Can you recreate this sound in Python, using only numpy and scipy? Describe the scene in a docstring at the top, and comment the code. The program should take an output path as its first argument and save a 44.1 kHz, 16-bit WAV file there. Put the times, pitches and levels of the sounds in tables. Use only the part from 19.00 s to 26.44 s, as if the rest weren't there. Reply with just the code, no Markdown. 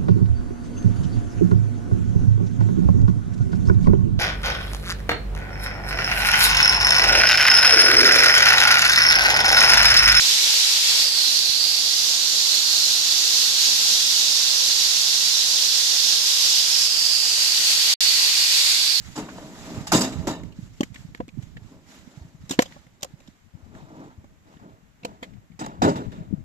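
"""Firewood thrown off a truck

Firewood is dragged off the steel bed of a small truck and thrown onto stony ground, near a turning camera.
Dragging and blows shape noise through panel, log and rail resonances; blows also ring decaying panel modes.
Knocks join a damped low push, log modes and a noise crack; thrown logs land on the left.
Wind is coloured noise with single pops, separate at the two ports; a faint coloured hiss lies under it all."""
import sys
import numpy as np
from scipy import signal
from scipy.fft import rfft, irfft
from scipy.io import wavfile
from scipy.ndimage import uniform_filter1d, map_coordinates

SR = 44100
rng = np.random.default_rng(int(sys.argv[2]) if len(sys.argv) > 2 else 0)


def to_wav(sig):
    """Store sig (one row per channel, or 1-D mono) as 16-bit WAV at the path in sys.argv[1].

    Samples outside -1..1 are clipped; the rate is SR.
    """
    pcm = np.clip(np.atleast_2d(sig), -1, 1) * 32767
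    pcm = np.round(pcm).astype(np.int16)
    wavfile.write(sys.argv[1], SR, pcm.T)  # frames by channels


N = 328104

# Bearing of the truck as the camera turns away. Each row: time in seconds, lead of the right port in ms.
TRUCK_LEAD = [(0, 0.14), (3, 0.16), (4.8, 0.26), (6, 0.4), (6.7, 0.39), (7, 0.42)]


def gain_of(db):
    """Decibels to amplitude."""
    return 10 ** (np.asarray(db) / 20)


def evened(x):
    """Scales to rms 1."""
    return x / np.sqrt(np.mean(x ** 2) + 1e-20)


def read(points, hz):
    """Reads a spectrum on a log-frequency axis."""
    f, value = np.transpose(points)
    return np.interp(np.log(hz + 1), np.log(f + 1), value)


def curve(rows, column):
    """One column of a table, sample by sample."""
    rows = np.array(rows)
    return np.interp(np.arange(N) / SR, rows[:, 0], rows[:, column])


def coloured(x, points):
    """Applies a spectrum in dB to the last axis."""
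    size = x.shape[-1]
    gain = gain_of(read(points, np.fft.rfftfreq(size, 1 / SR)))
    return irfft(rfft(x) * gain, size)


def resonate(x, hz, width_hz):
    """A fixed one-pole complex resonance of about unit gain at its centre."""
    pole = np.exp((2j * np.pi * hz - np.pi * width_hz) / SR)
    return 2 * signal.lfilter([1 - abs(pole)], [1, -pole], x).real


def resonate_twice(x, hz, width_hz):
    """Two equal resonances in series, for steeper skirts."""
    return resonate(resonate(x, hz, width_hz), hz, width_hz)


def resonate_modes(noise, modes):
    """Noise through parallel modes of alternating sign, evened to rms 1."""
    total = 0
    for k, (hz, width_hz, db) in enumerate(modes):
        total = total + (-1) ** k * gain_of(db) * resonate(noise, hz, width_hz) / np.sqrt(width_hz)
    return evened(total)


def flutter(span_s, depth_db):
    """A gain that wanders at random, with rms 1."""
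    size = round(span_s * SR)
    smooth = uniform_filter1d(uniform_filter1d(rng.standard_normal(N), size), size)
    return evened(gain_of(depth_db * evened(smooth)))


def add(mix, s, sound):
    """Mixes a sound in at a time."""
    part = mix[..., round(s * SR):][..., :sound.shape[-1]]
    part += sound[..., :part.shape[-1]]


def ports(direct, scattered, lead_ms):
    """The direct wave reaches one port first; the scattered part differs at each port."""
    shift = lead_ms * SR / 2000  # half the lead at each port, in samples
    at = np.arange(N) + np.array([-shift, shift]).reshape(2, -1)
    return map_coordinates(direct, [at], order=3) + scattered


def scrapes():
    """Rumble and rasp levels of dragging and scuffing: each scrape swells, holds and dies away."""
    # Logs dragged over the bed and shoes scuffing the dirt.
    # Each row: start in seconds, length in seconds, rumble level in dB, rasp level in dB.
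    scrape_rows = [(-0.1, 0.29, -61, -50.5), (0.217, 0.23, -46.5, -51.5), (0.416, 0.26, -48.5, -49.5),
                   (0.614, 0.2, -41.5, -50), (1.028, 0.23, -50, -57), (1.523, 0.13, -68, -60.5),
                   (1.697, 0.14, -70, -65), (1.905, 0.11, -61.5, -58), (2.327, 0.13, -69, -64.5),
                   (2.54, 0.19, -58, -65.5), (2.824, 0.14, -57.5, -53.5), (2.99, 0.24, -59, -63.5),
                   (3.296, 0.32, -63, -60), (3.596, 0.16, -60, -58.5), (4.012, 0.062, -64, -63.5),
                   (4.14, 0.14, -75, -66), (4.501, .18, -59.5, -72.5), (4.699, 0.11, -46.5, -60.5),
                   (4.85, 0.21, -46, -61.5), (5.408, 0.13, -56, -62.5), (5.542, 0.15, -55, -76),
                   (5.976, 0.15, -52, -63), (6.202, 0.038, -54, -62.5), (6.6, 0.16, -49, -69.5),
                   (6.945, 0.11, -54.5, -57.5), (7.07, 0.15, -56.5, -66.5), (7.259, 0.094, -55, -85.5)]
    rise_share, t60_s = 0.8, 0.48  # share of the length spent swelling; decay after the length
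    stir_db = np.array([-73, -73])  # the load never lies quite still: rumble, rasp
    level = gain_of(stir_db)[:, None] * np.ones(N)
    for s, length_s, rumble_db, rasp_db in scrape_rows:
        t = np.maximum(np.arange(N) / SR - s, 0)
        swell = np.sin(np.pi / 2 * np.minimum(t / (rise_share * length_s), 1)) ** 2
        decay = gain_of(-60 * np.maximum(t - length_s, 0) / t60_s)
        level += gain_of([[rumble_db], [rasp_db]]) * swell * decay
    return level


def patchy(x, depth_db):
    """Different pieces rattle in turn: random patches of pitch and time swell and fade."""
    z = signal.stft(x, nperseg=256, noverlap=192)[2]
    patches = uniform_filter1d(rng.standard_normal(z.shape[1:]), size=4, axis=0)
    patches = evened(uniform_filter1d(patches, size=16, axis=1))
    return signal.istft(z * evened(gain_of(depth_db * patches)), nperseg=256, noverlap=192)[1][:, :N]


def bed():
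    """Dragging and blows shake the panel modes; logs knock, loose bark rasps and the rails clatter above them."""
    # Blows on the truck bed and the uneven rattling that follows them.
    # Each row: time in seconds, rattle level in dB, boom level in dB,
    # wood knock level in dB, brightness in dB, rattle t60 in seconds.
    bangs = [(0.1563, -43.5, -29, -39, -1, 0.56), (0.177, -35, -23, -35, 0.5, 0.17),
             (0.8696, -26.5, -64, -39, -2, 0.14), (0.9198, -19.5, -23, -14, 9, 0.14),
             (0.9302, -19, -9.5, -32, -5.5, 0.39), (0.9534, -40.5, -31, -32, 18.5, 0.6),
             (1.0074, -29.5, -34, -32.5, 9.5, 0.19), (1.0324, -35, -33, -38, -15, 0.26),
             (1.124, -37, -54, -45.5, -14, 0.18), (1.271, -24, -17.5, -20, -1.5, 0.18),
             (1.2947, -39.5, -25, -45, -6, 0.46), (6.5925, -34, -28.5, -31.5, 1, 0.3),
             (6.6128, -45, -26.5, -28.5, -19, 0.29), (6.8199, -19, -7.5, -9, -5.5, 0.26),
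             (6.843, -46, -16.5, -33.5, -24, 0.21), (6.8777, -40.5, -31, -40, 8.5, 0.3),
             (6.9571, -34, -19, -27.5, -9, 0.21), (7.118, -41.5, -34, -69, -28, 0.23)]
    # Bed panel modes. Each row: frequency in Hz, width in Hz, level in dB.
    panel_modes = [(133, 62, -4), (179, 31, 0.5), (212.3, 23, -2.5), (254.2, 12, -1.5), (304.5, 25, -0.5),
                   (429, 80, -4), (493, 15.3, -11.5), (548, 71, -7), (642, 13, -6.5), (800, 90, -10.5),
                   (921, 4.9, -14), (975, 48, -11), (1240, 450, -10), (1430, 60, -13.5)]
    # Heavy logs jolting together. Each row: frequency in Hz, width in Hz, level in dB.
    log_modes = [(704, 58, -1.5), (886, 120, 1), (1220, 200, 0), (1514, 320, -3), (2040, 1300, -11)]
    # Rail and rib modes. Each row: frequency in Hz, width in Hz, level in dB.
    rail_modes = [(1790, 55, -2.5), (2300, 39, -22.5), (2740, 13, -6.5), (2930, 140, -4), (3460, 40, -15.5),
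                  (3700, 24, -2.5), (3956, 50, -3), (4510, 77, -2), (4990, 120, 3.5), (5300, 97, -7.5),
                  (5500, 40, -7), (6080, 48, -4), (6550, 90, -4), (7000, 35, 0.5), (7130, 70, 1),
                  (7800, 50, 0.5), (7670, 58, -1)]
    # Spectrum of rasping bark. Each row: frequency in Hz, level in dB.
    rasp_spectrum = [(700, -13.5), (1300, -0.5), (2000, 1.5), (2700, -3), (3600, -2.5), (5000, -6.5),
                     (8000, -7.5), (15000, -15.5)]

    t = np.arange(SR) / SR
    boom, rasp = scrapes()
    lead_ms = curve(TRUCK_LEAD, 1)
    facing = gain_of(-30 * (lead_ms - 0.1631))  # the treble fades as the camera turns its back
    knock, fizz, ring = 0.52 * boom, 0.68 * rasp * facing, np.zeros(N)
    sliding = np.array([rasp, fizz])  # copied before the blows are added

    hz, width_hz, mode_db = np.transpose(panel_modes)[..., None]
    for s, rattle_db, boom_db, knock_db, bright_db, t60_s in bangs:
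        # dull, heavy blows reach the low modes
        weight = gain_of(mode_db) * (hz / 300) ** (bright_db / 30) * rng.uniform(0.48, 1, hz.shape)
        tones = np.sin(2 * np.pi * (hz * t + rng.random(hz.shape)))
        struck = (weight * np.exp(-np.pi * width_hz * t) * tones).sum(0) / np.linalg.norm(weight)
        add(ring, s, gain_of(boom_db - 3.5) * struck * (1 - np.exp(-t / 0.012)))

        fall = gain_of(-60 * (t / t60_s) ** 1.032)  # the jolted load rattles a while, then settles
        onset = 1 - np.exp(-t / 0.0016)
        add(boom, s - .002, gain_of(boom_db - 7.5) * (1 - np.exp(-t / 0.0062)) * fall ** 0.8)
        add(knock, s - .001, gain_of(knock_db - 3.5) * (1 - np.exp(-t / 0.00045)) * fall)
        add(rasp, s - .001, gain_of(rattle_db - 7.0) * onset * fall)
        add(fizz, s - .001, gain_of(rattle_db + bright_db - 3.0) * onset * fall ** 1.74)

    noise = rng.standard_normal((5, 3, N))  # middle axis: one direct and two scattered signals
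    panel = resonate_modes(noise[0], panel_modes)
    logs = resonate_modes(noise[3], log_modes)

    # uneven small impacts strike the rails, which ring on; a slow slide hardly rings them
    drive = np.array([rasp, fizz]) - 0.7 * sliding
    clatter = noise[2] * drive[:, None] * flutter(0.007, 3.9)
    rails = 0
    for k, (f, w, db) in enumerate(rail_modes):
        source = clatter[int(f > 4200)]  # rasp below, fizz above
        rails = rails + 60 * (-1) ** k * gain_of(db) * resonate(source, f, w) / np.sqrt(w)

    bark = 0.98 * rasp * evened(coloured(noise[1], rasp_spectrum))
    bark = bark + 0.51 * fizz * evened(resonate_twice(noise[1], 6300, 5000))
    sizzle = 0.72 * fizz * facing * evened(resonate_twice(noise[4], 10000, 5000))
    low = 1.186 * boom * flutter(0.06, 2.7) * panel + knock * flutter(0.006, 3.4) * logs
    high = patchy(bark * flutter(0.015, 1.4) + rails + sizzle, depth_db=1.5)
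    dull = signal.sosfilt(signal.butter(2, 3200, fs=SR, output="sos"), high)
    high = dull + facing ** .5 * (high - dull)

    # extra low boom near 135 Hz, mostly in the later blows
    extra = 1 - np.minimum(facing, 1)
    low = low + 0.7 * boom * extra * evened(resonate(noise[4], 135, 71))
    return ports(ring + low[0] + 0.41 * high[0], 0.1 * low[1:] + 1.144 * high[1:], lead_ms)


def wind():
    """Lumpy low turbulence, unrelated at the two ports, with single pops."""
    # Wind on the ports. Each row: time in seconds, relative level in dB.
    wind_level = [(0.0, -51), (0.25, -57), (0.54, -53.5), (0.76, -51.5), (1.1, -44), (1.9, -52), (2.6, -53),
                  (2.9, -66.5), (3.45, -54), (3.87, -66.5), (4.2, -62.5), (4.45, -65.5), (4.76, -52.5),
                  (5.53, -65), (6.07, -59), (6.55, -59.5), (7.02, -50), (7.44, -44)]
    # Wind noise shifts irregularly between the ports, mostly right early, mostly left late.
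    # Each row: time in seconds, left-right difference in dB.
    wind_side = [(0, -6.5), (1.5, -7), (2.45, -12.5), (2.75, 2), (3.1, -13), (3.3, 7), (3.45, -5.5),
                 (4.2, -7), (4.55, 16), (5.3, -0.5), (6.3, 9.5), (7.44, 14.5)]
    # Spectrum of the turbulence. Each row: frequency in Hz, level in dB.
    gust_spectrum = [(20, -7.5), (45, -0.5), (100, 0), (170, -4), (260, -12), (450, -33.5), (900, -55)]
    # Gust pops, leaning to the port with more wind noise.
    # Each row: time in seconds, level in dB, frequency in Hz.
    pops = [(0.774, -25, 114), (0.809, -26.5, 167), (1.156, -26.5, 128), (1.589, -28, 179),
            (1.626, -31.5, 114), (1.903, -45, 156), (2.002, -38.5, 116), (2.049, -33, 152),
            (2.12, -44, 155), (2.375, -29.5, 215), (2.386, -22.5, 128), (2.432, -33.5, 109),
            (2.619, -36, 113), (2.721, -38.5, 243), (3.075, -38, 205), (3.174, -34.5, 135),
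            (3.21, -33, 76.5), (3.25, -36.5, 144), (3.348, -38.5, 142), (3.437, -35, 156),
            (4.137, -35, 140), (4.285, -39, 233), (4.551, -50, 134), (4.628, -41, 83), (5.178, -35.5, 85.5),
            (6.379, -39, 112), (6.502, -43.5, 191), (7.185, -33.5, 187), (7.208, -29.5, 144),
            (7.309, -31, 221), (7.328, -21, 236.5), (7.337, -17.5, 186)]
    sway_db, sway_s = 8, .12  # random sway about the given side
    pop_cycles, pop_side = .8, 2.58  # cycles to the crest; lean relative to the wind's left-right dB

    lumps = np.array([flutter(0.027, 5.7), flutter(0.033, 4.3)])
    sway = sway_db * evened(uniform_filter1d(rng.standard_normal(N), size=round(sway_s * SR)))
    side_db = (curve(wind_side, 1) + sway) * np.array([[.5], [-.5]])
    turbulence = evened(coloured(rng.standard_normal((2, N)), gust_spectrum))
    out = turbulence * lumps * gain_of(curve(wind_level, 1) + side_db + 5.5)

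    t = np.arange(2000) / SR
    for s, db, hz in pops:
        pan_db = pop_side * np.interp(s, *np.transpose(wind_side))
        u = t * hz / pop_cycles
        pop = u ** 2 * np.exp(2 - 2 * u) * np.cos(2 * np.pi * (hz * t - pop_cycles))
        pop = pop * (1 + 0.084 * pop)  # crests are sharper than troughs
        near = gain_of(np.minimum([[pan_db], [-pan_db]], 0))
        add(out, s - .002, gain_of(db) * 2 * near / near.sum() * pop)  # mean of both ports stays put
    return out


def hush():
    """Open-air hush and the microphone's own hiss, as one coloured noise."""
    # Hush spectrum. Each row: frequency in Hz, relative level in dB.
    hush_spectrum = [(100, -83.5), (300, -92), (700, -91), (2000, -91), (4500, -101), (7200, -98),
                     (15000, -99)]
    return gain_of(35.0) * coloured(rng.standard_normal((2, N)), hush_spectrum)


def knocks(rows, lead_ms):
    """A short low push, the ring of the log, and a crack of bark and grit."""
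    # Log modes, detuned at each knock. Each row: frequency in Hz, level in dB, t60 in seconds.
    wood_modes = [(556.4, 2, 0.043), (769, 1.5, 0.033), (1076, 4.5, 0.024)]
    # Contact resonances. Each row: factor on the contact pitch, width in Hz, level in dB.
    contact_modes = [(.6, 700, -6), (1.0, 750, 10.5), (1.45, 1100, 2.5), (1.9, 1500, -8.5)]
    thud_hz, thud_top_hz = 220, 269  # pitch at a table level of -45.5 dB, rising with level; upper limit
    bite = 0.85  # the smaller, the more sudden the start of a crack

    direct, scattered, t = np.zeros(N), np.zeros((2, N)), np.arange(8000) / SR
    for s, crack_db, contact_hz, contact_ms, thud_db, ring_db, bright_db in rows:
        hz = min(thud_hz * gain_of(thud_db + 45.5), thud_top_hz)
        noise, detune = rng.standard_normal((3, len(t))), rng.uniform(0.86, 1.07)
        u = t * hz / 0.71
        thud = u ** 2 * np.exp(2 - 2 * u) * np.cos(2 * np.pi * hz * t - 1.5)

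        ring = 0
        for f, db, t60_s in wood_modes:
            ring = ring + gain_of(db - 60 * t / t60_s) * np.sin(2 * np.pi * f * detune * t)
        ring = ring * (1 - np.exp(-t / 0.0038))

        tap = 0
        for factor, width_hz, db in contact_modes:
            tap = tap + gain_of(db) * resonate_twice(noise, factor * contact_hz, width_hz)
        tap = evened(tap)
        grit = evened(resonate(resonate(noise, 7200, 3600), 6800, 3600) + 0.8 * noise)
        grit = gain_of(bright_db) * grit

        # the contact swells and lets go; dust trails after it
        u = 1000 * t / contact_ms
        contact = (u * np.exp(1 - u / bite) / bite) ** bite
        dust = evened(resonate(noise[::-1], 2800, 3500) + .7 * grit)
        dust = (1 - np.exp(-u)) * gain_of(-18.0 - 60 * t / .16) * dust
        crack = gain_of(crack_db - 8.5) * ((tap + grit) * contact + dust)

        add(direct, s - .003, gain_of(thud_db + 2.5) * thud)
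        add(direct, s - .0015, gain_of(ring_db + 6.5) * ring + crack[0])
        add(scattered, s - .0015, 1.54 * crack[1:])
    return ports(direct, scattered, lead_ms)


def scene():
    """All sources at the two ports; knocks in the throwing span come from the ground, the others from the pile."""
    # Logs knocking on the ground or in the pile. Each row: time in seconds, crack level in dB, contact
    # pitch in Hz, contact time in ms, thud level in dB, wood ring level in dB, grit brightness in dB.
    knock_rows = [(0.286, -38.5, 1470, 8.9, -49, -38, -21), (0.3826, -60, 1470, 2.2, -42, -37, -14),
                  (1.4355, -41.5, 1950, 1.9, -36.5, -56, -2.5), (1.5219, -49, 2788, 5.1, -45.5, -65, -7),
                  (1.8086, -22.5, 3080, 1.87, -13, -25, 0), (1.8332, -23.5, 2070, 2.3, -23.5, -52, -2.5),
                  (1.9443, -41, 2360, 3.6, -58, -70, 3), (1.959, -32, 1970, 2.5, -45, -73, -25),
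                  (2.1494, -27.5, 1850, 1.13, -43, -55, -12), (2.1753, -47, 1710, 2.7, -56, -67, -5),
                  (2.204, -35.5, 1760, 2.8, -24.5, -26, -14.5), (2.2824, -39, 2050, 0.84, -39, -56, -2.5),
                  (2.289, -40.5, 2420, 2.7, -47, -63, -11), (2.4236, -50.5, 2060, 6.2, -46, -59, 4),
                  (2.5688, -37.5, 1810, 3.5, -45.5, -50, -17), (3.495, -35.5, 3970, 4.1, -46, -42.5, 10.5),
                  (3.5102, -26, 3680, 3.7, -22, -34, 7.5), (3.5214, -35.5, 2920, 4.5, -28, -49, 10),
                  (3.5328, -37.5, 2900, 7.1, -38.5, -38, 5.5), (3.592, -3, 2040, 1.2, -8, -11, -13.5),
                  (3.6224, -31, 1957, 2.6, -34, -30.5, 17), (3.657, -39, 3310, 4.1, -47.5, -42.5, -5),
                  (3.7235, -34.5, 1910, 1.5, -48, -69, -24), (3.7642, -58, 1700, 3.5, -45, -43.5, -5.5),
                  (3.8672, -51.5, 1940, 2.7, -49, -58, -6), (4.0102, -53, 3800, 2.8, -70, -56, 3),
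                  (4.024, -40.5, 3500, 1, -58, -58, 8.5), (4.0312, -30, 3200, 2.1, -40.5, -34, 14.5),
                  (4.0465, -43, 3140, 1.9, -55.5, -35.5, 17), (4.2037, -51, 2580, 2.5, -75, -53.5, 1.5),
                  (4.2762, -45, 3570, 2.8, -59, -60.5, -5), (4.7509, -40, 1484, 1.8, -46, -52.5, -24),
                  (5.243, -59.5, 2106, 4.0, -44.5, -51, 0), (5.5698, -50.5, 1830, 2.96, -45, -71.5, -22),
                  (6.0331, -40.5, 2486, 3, -48.5, -48, -22.5), (6.05, -25.5, 2760, 2.7, -31, -25.5, -2),
                  (6.2283, -29.5, 2140, 5.7, -41.5, -34.5, -9.5), (6.336, -51, 1955, 3.2, -62, -76, -36.5),
                  (6.518, -54.5, 2075, 4.8, -47, -67.5, -18),
                  (6.6635, -43.5, 1900, 1.65, -55.5, -38.5, 15.5)]
    thrown_from_s, thrown_until_s = 1.7, 4.4
    ground_lead_ms = -0.346  # the left port hears it first
    landings = [row for row in knock_rows if thrown_from_s < row[0] < thrown_until_s]
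    pile = [row for row in knock_rows if row not in landings]
    knocking = knocks(landings, ground_lead_ms) + knocks(pile, curve(TRUCK_LEAD, 1))
    return bed() + wind() + hush() + knocking


def record(dry):
    """Tone colour of the whole sound, a soft overload, then the band limit."""
    # The right port faces the scene and hears more treble. Each row: frequency in Hz, gain in dB.
    right_port = [(1500, -0.5), (4000, 2.5), (12000, 2.5)]
    # Tone colour of the whole sound: a step down above 8 kHz, little above 14 kHz.
    # Each row: frequency in Hz, gain in dB.
    tone_colour = [(60, -1.5), (200, 2), (6000, -4.5), (7500, -2.5), (8050, -8.5), (8500, -18),
                   (11500, -11), (14000, -10), (14500, -34)]
    overload, edge_hz = 1.05, 15650  # amplitude ceiling; band limit
    heard = coloured(np.array([dry[0], coloured(dry[1], right_port)]), tone_colour)
    heard = heard / (1 + (heard / overload) ** 4) ** .25
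    band = signal.firwin(511, edge_hz, window=("kaiser", 9), fs=SR)
    return signal.oaconvolve(heard, band[None], "same")


dry = scene()
out = record(dry)
to_wav(out)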